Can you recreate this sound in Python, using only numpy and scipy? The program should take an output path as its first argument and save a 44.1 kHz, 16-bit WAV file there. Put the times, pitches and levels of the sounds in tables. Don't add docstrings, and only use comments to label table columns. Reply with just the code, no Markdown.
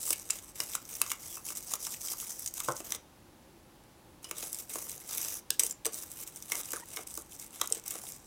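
import sys
import numpy as np
from scipy import signal
from scipy.fft import rfft, irfft
from scipy.io import wavfile

SR = 44100
rng = np.random.default_rng(int(sys.argv[2]) if len(sys.argv) > 2 else 0)


def waveform_to_disk(signal):
    frames = np.transpose(np.atleast_2d(signal))
    scaled = np.clip(frames, -1, 1) * 32767
    samples = np.round(scaled).astype(np.int16)
    wavfile.write(sys.argv[1], SR, samples)


N = 364266

# start in seconds, end in seconds, scratch level in dB,
# rise from start to end in dB, level in dB while the brush turns afterwards.
STROKES = [(0.0, 0.132, -38.5, 11, -53), (0.198, 0.23, -49, -5, -56), (0.268, 0.383, -49.5, 6.5, -56),
           (0.412, 0.466, -55.5, 1, -61), (0.485, 0.516, -51.5, -2, -69), (0.553, 0.636, -46, 10, -49),
           (0.703, 0.768, -42.5, 0, -56), (0.853, 0.962, -48, 11.5, -50), (1.01, 1.031, -42.5, -5, -51),
           (1.078, 1.136, -42, -1.5, -60), (1.197, 1.373, -47, 3, -57.5), (1.46, 1.526, -41.5, 3, -60),
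           (1.553, 1.581, -42.5, 9, -52), (1.672, 1.755, -41, 3, -56), (1.793, 1.894, -43, 2, -50),
           (1.906, 1.977, -44, -13, -55), (2, 2.07, -42.5, 7, -41.5), (2.092, 2.132, -41, 9, -50),
           (2.176, 2.239, -43, 7, -50), (2.279, 2.353, -42.5, 1, -47), (2.355, 2.49, -45, 2, -57),
           (2.554, 2.626, -44, -10, -52), (2.634, 2.73, -45.5, -8, -62), (2.75, 2.802, -48.5, 3, -58),
           (2.843, 2.962, -47, 3, -85), (4.23, 4.351, -55, -1.5, -49), (4.372, 4.478, -45.5, -3, -50),
           (4.485, 4.558, -50, 4.5, -50), (4.591, 4.639, -48, -6, -60.5), (4.696, 4.816, -45, -2.5, -47),
           (4.86, 4.988, -48, -7, -53), (5.091, 5.394, -42, -1, -74), (5.523, 5.56, -53, -6, -65),
           (5.598, 5.613, -32.5, -7, -46), (5.628, 5.682, -40.5, -6, -53), (5.69, 5.726, -45, 3, -87),
           (5.862, 5.888, -46.5, -10, -58), (5.927, 5.985, -44.5, 6, -49), (6.025, 6.051, -48, -15, -56),
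           (6.111, 6.148, -51.5, 1, -50.5), (6.187, 6.235, -47, 6.5, -61), (6.265, 6.287, -48, 3, -58.5),
           (6.34, 6.403, -54, 3, -57.5), (6.482, 6.612, -43, 11, -64), (6.635, 6.807, -46, 0.5, -59.5),
           (6.874, 6.979, -48.5, 7.5, -46), (6.98, 7.037, -47.5, -10, -78), (7.068, 7.219, -49, 1, -61.5),
           (7.318, 7.362, -47.5, -3, -61.5), (7.394, 7.466, -48.5, -9.5, -64),
           (7.51, 7.553, -53.5, 13, -52.5), (7.588, 7.663, -49, -5, -68), (7.693, 7.785, -49.5, 3, -68),
           (7.858, 7.985, -45, 0.5, -54.5), (8.035, 8.165, -48, -4, -62)]
# time in seconds, level in dB, contact struck in Hz,
# frame spot struck in Hz, bristle and frame parts in dB against the level, length of the shower in seconds.
FLICKS = [(0.0303, -26.5, 8210, 4240, -8, -23, 0.011), (0.0693, -29, 7800, 3960, -15, -14, 0.0075),
          (0.1056, -13, 9100, 4130, -9, -22, 0.0076), (0.301, -20, 7300, 2590, -26, -13.5, 0.0091),
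          (0.3048, -14, 7200, 2680, -22, -23.5, 0.018), (0.387, -34, 6810, 2230, -21, -15, 0.011),
          (0.6027, -17, 4950, 2720, -16, -18, 0.0099), (0.7349, -23, 7850, 3600, -15, -15, 0.0084),
          (0.7517, -18, 7350, 3790, -11, -15.5, 0.011), (0.8897, -35, 9070, 3610, -8, -16, 0.0074),
          (0.952, -24.5, 5980, 3810, -15, -21.5, 0.011), (1.016, -15, 9300, 2600, -7, -17, 0.0075),
          (1.0638, -29, 5930, 2740, -18, -13.5, 0.011), (1.1019, -28, 6660, 2740, -7, -12, 0.013),
          (1.1166, -18, 7200, 2840, -8, -16, 0.01), (1.505, -32, 5790, 2860, -10, -9.5, 0.0094),
          (1.5519, -29, 8020, 2550, -15, -21, 0.011), (1.7182, -27, 6580, 3800, -7, -26, 0.012),
          (1.7365, -16.5, 6650, 4070, -9, -19, 0.013), (1.85, -24.5, 6590, 3670, -18, -21, 0.017),
          (1.8668, -21.5, 5990, 2220, -12, -17, 0.014), (2.0841, -26, 8590, 3400, -15, -14.5, 0.011),
          (2.1824, -34, 6060, 2890, 0, -21, 0.011), (2.201, -31, 6560, 3170, -13, -15, 0.013),
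          (2.3935, -33, 9080, 2210, 1, -19, 0.011), (2.461, -20.5, 7790, 4020, -11, -22.5, 0.012),
          (2.4754, -19.5, 6600, 3170, -20, -30, 0.018), (2.5394, -21, 7650, 3270, -10, -29, 0.0075),
          (2.602, -19, 8100, 3740, -10, -18, 0.0081), (2.6863, -25.5, 5340, 1530, -25, -12.5, 0.01),
          (2.7202, -26, 6600, 1540, -14, -17, 0.0091), (2.766, -28.5, 6680, 3280, -15, -27, 0.011),
          (2.8025, -29.5, 7140, 2580, -13, -19, 0.011), (2.906, -25.5, 8700, 3820, -16, -21, 0.0037),
          (2.9209, -19, 5990, 3800, -10.5, -12.5, 0.01), (2.9482, -23, 8550, 3430, -15, -14.5, 0.0086),
          (3.8375, -50, 5600, 2310, -17, -17, 0.011), (4.2437, -25, 5260, 2900, -24, -20, 0.0082),
          (4.3114, -23, 7250, 2580, -6, -13.5, 0.0096), (4.3818, -25.5, 8230, 2620, -7, -23, 0.012),
          (4.4263, -25, 6900, 2090, -11, -12, 0.017), (4.5291, -26, 7720, 3810, -6, -31, 0.011),
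          (4.5456, -22, 7500, 2130, -10, -24, 0.01), (4.5867, -29, 8210, 2640, -12, -21.5, 0.012),
          (4.701, -35, 8220, 3810, -9, -9, 0.008), (4.7561, -23, 7200, 2240, -11, -22, 0.0097),
          (4.887, -34, 8100, 3930, -6, -22, 0.011), (4.8964, -35, 6250, 3330, -11, -27, 0.011),
          (4.9054, -33.5, 8090, 4080, -3, -21, 0.011), (4.9162, -28, 6100, 3190, -10, -21, 0.0098),
          (4.9247, -35, 8380, 3150, -11, -21, 0.0083), (5.1487, -26.5, 8510, 2750, -7, -25, 0.013),
          (5.1744, -28, 8160, 3220, 1, -25, 0.012), (5.2145, -22.5, 5930, 3080, -10, -24, 0.011),
          (5.2475, -23, 6000, 3580, -19, -22, 0.0086), (5.2845, -26.5, 8090, 3200, -11, -18.5, 0.009),
          (5.5048, -10.5, 4900, 3770, -11, -17.5, 0.0051), (5.5953, -5.5, 8200, 4100, -12, -21.5, 0.016),
          (5.6346, -14.5, 8260, 3220, -13, -27, 0.011), (5.6483, -27, 9120, 3230, -2, -29, 0.011),
          (5.665, -17.5, 9340, 3200, -8, -26, 0.012), (5.7094, -23, 7310, 3830, -12, -34, 0.012),
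          (5.8482, -28, 8210, 3250, -10, -12, 0.014), (5.8549, -14.5, 8170, 2640, -12, -16, 0.0086),
          (5.8641, -13.5, 8240, 2550, -13, -24, 0.0089), (5.932, -28.5, 8200, 2080, -16, -30, 0.011),
          (5.9431, -25.5, 8170, 3980, -16, -27, 0.011), (6.1167, -31.5, 8280, 3090, -3, -23, 0.011),
          (6.2751, -31, 8490, 3370, -10, -18, 0.0077), (6.3598, -32, 7980, 3820, -9, -30, 0.01),
          (6.4242, -29, 5940, 2570, -16, -25, 0.011), (6.5196, -14.5, 6200, 2240, -11, -11, 0.012),
          (6.5535, -22, 8220, 2170, -11, -21, 0.0094), (6.7057, -25.5, 8250, 3190, -10, -31, 0.012),
          (6.7188, -24.5, 7530, 2730, -8, -26, 0.012), (6.7328, -20, 6830, 2420, -7, -25, 0.011),
          (6.9622, -22.5, 5740, 3500, -7, -29, 0.007), (6.9708, -24, 9080, 1930, -13, -7.5, 0.0076),
          (7.0728, -27.5, 5910, 3060, -5, -20, 0.0081), (7.1402, -32, 8340, 3290, -5, -30, 0.011),
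          (7.1523, -30, 5970, 1980, -6, -26, 0.011), (7.1744, -22.5, 6750, 4310, -8, -23, 0.0087),
          (7.3972, -28, 7250, 3210, -11, -31, 0.013), (7.4637, -36, 8230, 2460, -8.5, -23, 0.011),
          (7.614, -9.5, 6150, 3560, -11.5, -13, 0.0078), (7.658, -31, 8250, 2150, -10, -24, 0.011),
          (7.674, -20.5, 8230, 3580, -12, -38, 0.0077), (7.7014, -27, 8070, 2170, -9, -29, 0.0086),
          (7.7237, -9, 8170, 4310, -19, -33, 0.0071), (7.748, -27.5, 8330, 4490, -9, -19, 0.0084),
          (7.777, -33, 8090, 2920, -13, -27, 0.011), (7.7967, -37, 8150, 2100, -13, -22, 0.011),
          (7.8383, -35, 8090, 3010, -10, -23, 0.01), (7.8605, -34, 5940, 1600, -7, -26, 0.01),
          (7.879, -23, 8500, 3820, -5, -32, 0.011), (7.9064, -23, 8250, 3770, -6.5, -35, 0.014),
          (7.9546, -27, 8700, 1610, -14, -19, 0.011), (8.1207, -31, 6110, 3100, -7, -26, 0.012)]
# time in seconds, level in dB, hollow part in dB against it.
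KNOCKS = [(0.106, -24, -3), (0.3, -28, -19), (0.601, -24, -6), (0.752, -20, -28), (1.015, -21, -11),
          (1.063, -28.5, -27), (1.116, -22, -36), (1.373, -30.5, -15), (1.504, -28.5, -14),
          (1.737, -22, -13), (1.869, -25.5, -31), (2.136, -30.5, -27), (2.227, -30.5, -30),
          (2.58, -36.5, -21), (2.603, -24.5, -29), (2.804, -31.5, 1), (2.919, -30, -13), (2.949, -32, -9),
          (4.243, -38, -9), (4.312, -26.5, -4), (4.429, -43.5, 12), (4.757, -27, -0.5), (5.247, -36, -4),
          (5.504, -33.5, 0), (5.596, -40, 9), (5.639, -44, 11.5), (5.856, -28, 0), (5.865, -28.5, 3.5),
          (6.52, -21.5, -13), (6.548, -28.5, -8), (6.735, -20, -6), (6.972, -26, -9), (6.99, -32.5, 2.5),
          (7.177, -29.5, -3.5), (7.615, -16.5, -13.5), (7.64, -32, -18), (7.711, -40.5, 9), (7.768, -44, 5),
          (7.954, -33, 0.5)]
# time in seconds, level in dB.
BUMPS = [(2.6846, -15)]

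# pitch in Hz, width in Hz (wider dies sooner), relative strength in dB.
CONTACT_MODES = [(4965, 600, -11), (5915, 517, -6.5), (6700, 610, -5.5), (7310, 1050, -2), (8250, 630, -3),
                 (9200, 700, -5.5)]
BRISTLE_MODES = [(10780, 840, -2.5), (11780, 680, -5), (12900, 1230, -3.5), (14300, 1400, -1),
                 (14960, 820, -4)]
FRAME_MODES = [(1710, 440, -4.5), (2030, 354, 2.5), (2135, 256, 2.5), (2650, 580, 5.5), (3180, 460, 4.5),
               (3700, 397, 4), (4150, 330, -5)]
SHELL_MODES = [(900, 300, -6), (1160, 220, 0), (1450, 350, -5)]
HOLLOW_MODES = [(333, 90, -11), (466, 71, -7), (595, 252, -0.5), (746, 160, -6)]
BENCH_MODES = [(128, 12.6, -15), (339, 30, -9), (454, 71, 0), (524, 74, 4), (662, 100, 3.5), (870, 170, 6),
               (1080, 100, 5.5), (1320, 140, 3.5), (1514, 110, -2.5), (1850, 220, -13), (2200, 220, -15)]

# frequency in Hz, relative strength in dB per Hz.
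ROOM_TONE = [(15, -53), (25, -8), (53, -4), (102, -5), (270, -7), (344, -5), (439, -15), (516, -9.5),
             (659, -15.5), (840, -11.5), (1160, -18), (1890, -22), (9570, -29.5), (10400, -28),
             (16000, -32)]
ROOM_TONE_DB = -57.5
# pitch in Hz, distance to each band edge in Hz, level in dB.
WHISTLES = [(10029, 40, -81.5)]
# time in seconds, pitch in Hz, starting level in dB,
# time to die by 60 dB in seconds.
PINGS = [(0.303, 2710, -40, .05), (0.605, 2870, -34, 0.02), (1.016, 2585, -32, 0.04),
         (1.118, 2860, -36.5, 0.027), (1.238, 2130, -48.5, .025), (1.373, 2640, -47, 0.05),
         (2.805, 2570, -47, .04), (4.244, 2955, -44.5, 0.12), (4.245, 5130, -49, .15),
         (5.505, 1640, -33, 0.022), (5.504, 5050, -26.5, 0.023), (5.709, 7320, -36, 0.056),
         (6.52, 2140, -41, 0.045), (7.615, 1980, -29, 0.023)]
# time in seconds, bristle hiss in dB against the scratch,
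# relative drag on the frame in dB, most excited contact in Hz.
GRIP = [(0.05, -0.5, -14.5, 8200), (0.35, -2, -9, 7300), (0.9, -1, -9, 6900), (1.3, -0.5, -12.5, 6950),
        (1.9, -3, -13.5, 6260), (2.4, -1.5, -15, 6160), (2.6, -4, -13.5, 6800), (2.95, 0, -6.5, 6340),
        (4.3, -1.5, -3, 6500), (4.6, 2, -11.5, 8200), (5.0, -0.5, -10, 8200), (5.1, 1, -8, 6100),
        (5.5, -1, -14, 5600), (5.62, -2, -11, 8400), (6.2, 1.5, -8, 8500), (7.0, -3.5, -8.5, 8200),
        (7.2, -3.5, -19.5, 8340), (7.7, -0.6, -1, 7550), (8.1, -3, -12, 8100)]
# start in seconds, length in seconds, first pitch in Hz, pitch it settles to in Hz,
# level in dB, second harmonic in dB against the first.
SQUEAKS = [(1.285, .07, 3520, 3400, -59, -30), (6.757, .028, 1950, 1050, -43, -18),
           (6.783, .009, 940, 940, -59, 6), (6.792, .012, 720, 750, -58, 7),
           (6.803, .011, 950, 920, -55, 2), (6.815, .026, 870, 950, -49, -4)]

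SNAPS_PER_S, SNAP_SPREAD_DB = 2500., 5
CATCH_S, LIFT_S = 0.014, 0.011
ARCH_DB = 2.5
SMALL_PER_S, SMALL_OVER_DB, SMALL_SPREAD_DB = 12, 12.5, 3
SMALL_BRIGHT_DB, SMALL_FRAME_DB, SMALL_LENGTH_S = -10, -18.5, 0.014
KNOCK_RATTLE_DB, KNOCK_RATTLE_T60_S = -12.5, 0.082
GLIDE_S, CHIRP_EDGE_S, THIRD_DB = .009, .005, -20
ROOM_DB, ROOM_T60_S, ROOM_CUT_HZ = -13.5, 0.22, 3300
CUTOFF_HZ = 16000


def from_db(db):
    return np.exp(np.asarray(db) * np.log(10) / 20)


def rms_one(x):
    return x / np.sqrt(np.mean(x ** 2) + 1e-20)


def in_time(rows):
    s, *columns = np.transpose(rows)
    return [np.interp(np.arange(N) / SR, s, c) for c in columns]


def drift(rate_hz):
    r = np.exp(-16 * np.pi * rate_hz / SR)
    noise = rng.standard_normal(N // 8 + 6000)
    slow = signal.lfilter([1], [1, -2 * r, r * r], noise)[5000:]
    return np.interp(np.arange(N) / 8, np.arange(len(slow)), rms_one(slow))


def body(clicks, modes, vary_db, spot_hz=None, reach=1, wander_db=0):
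    out = 0
    total = np.sum(from_db(np.array(modes)[:, 2]))
    live = np.flatnonzero(clicks)
    for k, (hz, width_hz, db) in enumerate(modes):
        r = np.exp(-np.pi * width_hz / SR)
        w = 2 * np.pi * hz / SR
        if spot_hz is not None:
            octaves_off = np.abs(np.log2(hz / spot_hz[live]))
            db = db - 6.6 * np.minimum(octaves_off / reach, 1)
        if wander_db:
            db = db + wander_db * drift(8.7)[live]
        struck = np.full(N, 1e-18)
        strength_db = db + vary_db * rng.standard_normal(N)[live]
        struck[live] = clicks[live] * from_db(strength_db) * (-1) ** k
        out = out + signal.lfilter([1, 0, -1], [1, -2 * r * np.cos(w), r * r], struck) / 2
    return out / total


def coloured(spectrum):
    hz, db = np.transpose(spectrum)
    grid = np.maximum(np.fft.rfftfreq(N, 1 / SR), 1)
    gain = from_db(np.interp(np.log(grid), np.log(hz), db))
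    return rms_one(irfft(rfft(rng.standard_normal(N)) * gain, N))


def band(x, low_hz, high_hz):
    return signal.sosfilt(signal.butter(2, [low_hz, high_hz], "band", fs=SR, output="sos"), x)


def blows(rows, levels_db):
    clicks = np.zeros(N)
    clicks[[round(row[0] * SR) for row in rows]] = from_db(levels_db)
    return clicks


def stroke_controls():
    rows = []
    for (start, end, db, rise_db, turn_db), after in zip(STROKES, STROKES[1:] + [(N / SR,)]):
        gap = max(after[0] - end, 1e-3)
        rows += [(start, db - rise_db / 2 - ARCH_DB),
                 ((start + end) / 2, db),
                 (end, db + rise_db / 2 - ARCH_DB),
                 (end + min(LIFT_S, gap / 2), turn_db),
                 (after[0] - min(CATCH_S, gap / 4), turn_db)]
    return in_time(rows) + in_time(GRIP)


def scrubbing():
    db, hiss_db, drag_db, spot_hz = stroke_controls()
    crowd = from_db(.6 * (db + 45))
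    sizes = from_db(SNAP_SPREAD_DB * np.minimum(rng.exponential(1, N), 3.5))
    sizes = sizes * rng.choice([-1, 1], N)
    born = rng.random(N) < SNAPS_PER_S * crowd * from_db(5.0 * drift(90)) / SR
    rub = 0.34 * rng.standard_normal(N)
    snaps = (sizes * born / np.sqrt(crowd) + rub) * from_db(0.35 * drift(44))

    contacts = rms_one(body(snaps, CONTACT_MODES, vary_db=5.5, spot_hz=spot_hz, reach=1.7, wander_db=1.5))
    bristles = rms_one(body(snaps, BRISTLE_MODES, vary_db=4.0, wander_db=1.7))
    frame = rms_one(body(snaps, FRAME_MODES, vary_db=3.0, wander_db=2.0))
    dull = rms_one(body(snaps, SHELL_MODES + HOLLOW_MODES, vary_db=7.5))
    chassis = frame + from_db(-1) * dull
    mix = contacts + from_db(hiss_db) * bristles + from_db(drag_db - 3.0) * chassis
    return from_db(db) * mix


def room_tone():
    whistle = 0
    for hz, width_hz, db in WHISTLES:
        thin = band(rng.standard_normal(N), hz - width_hz, hz + width_hz)
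        whistle = whistle + from_db(db) * rms_one(thin)
    return from_db(ROOM_TONE_DB + 0.16 * drift(5.6)) * coloured(ROOM_TONE) + whistle


def small_flicks():
    db, _, _, spot_hz = stroke_controls()
    s = np.cumsum(rng.exponential(1, 300)) / SMALL_PER_S
    spread = rng.standard_normal((300, 4))
    frame_hz = rng.uniform(1600, 3500, 300)
    at = (s[s < N / SR] * SR).astype(int)
    rows = []
    for i, hz, (size, place, bright, frame) in zip(at, frame_hz, spread):
        if db[i] > -62:
            rows.append((i / SR, db[i] + SMALL_OVER_DB + SMALL_SPREAD_DB * size, spot_hz[i] * 1.1 ** place, hz,
                         SMALL_BRIGHT_DB + 5 * bright, SMALL_FRAME_DB + 6 * frame, SMALL_LENGTH_S))
    return rows


def flicks():
    trains = np.zeros((3, N + 1400))
    t = np.arange(1400) / SR
    contact_hz, frame_hz = np.full((2, N), 5000.)
    draws = rng.standard_normal((300, 2, 1400))
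    tufts = zip(list(FLICKS) + small_flicks(), draws)
    for row, (size, chance) in sorted(tufts, key=lambda pair: pair[0][0]):
        s, db, *spots_hz, bright_db, frame_db, length_s = row
        shape = (1 - np.exp(-t / 0.00011)) * from_db(-40 * t / np.clip(length_s, .002, .04))
        shower = 0.5 * size * (chance > 1.1) * shape
        shower[0] = 0.69
        at = round(s * SR)
        levels = from_db(db + np.array([0, bright_db, frame_db]))
        trains[:, at:at + 1400] += np.outer(levels, shower)
        contact_hz[at:], frame_hz[at:] = spots_hz
    contacts = body(trains[0, :N], CONTACT_MODES, vary_db=3.0, spot_hz=contact_hz, reach=0.19)
    bristles = body(trains[1, :N], BRISTLE_MODES, vary_db=4.5)
    frame = body(trains[2, :N], FRAME_MODES, vary_db=3.0, spot_hz=frame_hz, reach=0.74)
    return from_db(15.0) * contacts + from_db(16.0) * bristles + from_db(20.0) * frame


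def knocks():
    rows = np.array(KNOCKS)
    loose = from_db(KNOCK_RATTLE_DB) * rng.standard_normal(N) * (rng.random(N) < .02)
    fade = from_db(-60 / (KNOCK_RATTLE_T60_S * SR))

    def shaken(clicks):
        return clicks + loose * signal.lfilter([0, 1], [1, -fade], clicks + 1e-18)

    shell = body(shaken(blows(rows, rows[:, 1])), SHELL_MODES, vary_db=2.5)
    hollow = body(shaken(blows(rows, rows[:, 1] + rows[:, 2])), HOLLOW_MODES, vary_db=2.5)
    return from_db(1.5) * shell + from_db(5.0) * hollow


def pings():
    out = np.zeros(N + SR // 2)
    t = np.arange(SR // 2) / SR
    touch = 1 + .5 * drift(200)
    for s, hz, db, t60 in PINGS:
        at = round(s * SR)
        out[at:at + len(t)] += from_db(db - 60 * t / t60) * np.sin(2 * np.pi * hz * t)
    return out[:N] * touch


def squeaks():
    out = np.zeros(N)
    waver = 1 + 0.022 * drift(200)
    rough = from_db(3.5 * drift(150))
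    for s, length_s, first_hz, last_hz, db, second_db in SQUEAKS:
        t = np.arange(round(length_s * SR)) / SR
        at = round(s * SR)
        hz = last_hz + (first_hz - last_hz) * np.exp(-t / GLIDE_S)
        phase = 2 * np.pi * np.cumsum(hz * waver[at:at + len(t)]) / SR
        edge = np.minimum(np.minimum(t, length_s - t) / CHIRP_EDGE_S, 1)
        overtones = np.sin(2 * phase) + from_db(THIRD_DB) * np.sin(3 * phase)
        tone = np.sin(phase) + from_db(second_db) * overtones
        out[at:at + len(t)] += from_db(db) * edge * tone
    return rough * out


def bump():
    first = blows(BUMPS, np.array(BUMPS)[:, 1])
    fade = from_db(-np.arange(6000) / SR * 400)
    rattle = 0.2 * (rng.random(6000) < .03) * rng.standard_normal(6000) * fade
    rattle[0] = 1
    clicks = signal.fftconvolve(first, rattle)[:N]
    return from_db(8.5) * body(clicks, BENCH_MODES, vary_db=1.5)


def room(x):
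    t = np.arange(SR // 2) / SR
    tail = rng.standard_normal(len(t)) * from_db(-60 * t / ROOM_T60_S) * (t > .004)
    tail = signal.sosfilt(signal.butter(1, ROOM_CUT_HZ, fs=SR, output="sos"), tail)
    tail = tail / np.sqrt(np.sum(tail ** 2))
    return from_db(ROOM_DB) * signal.fftconvolve(x, tail)[:N]


def scene():
    struck = scrubbing() + flicks() + knocks() + pings() + bump()
    return (struck + room(struck) + squeaks() + room_tone())[None]


def record(dry):
    return signal.sosfilt(signal.ellip(10, .5, 55, CUTOFF_HZ, fs=SR, output="sos"), dry)


dry = scene()
out = record(dry)
waveform_to_disk(out)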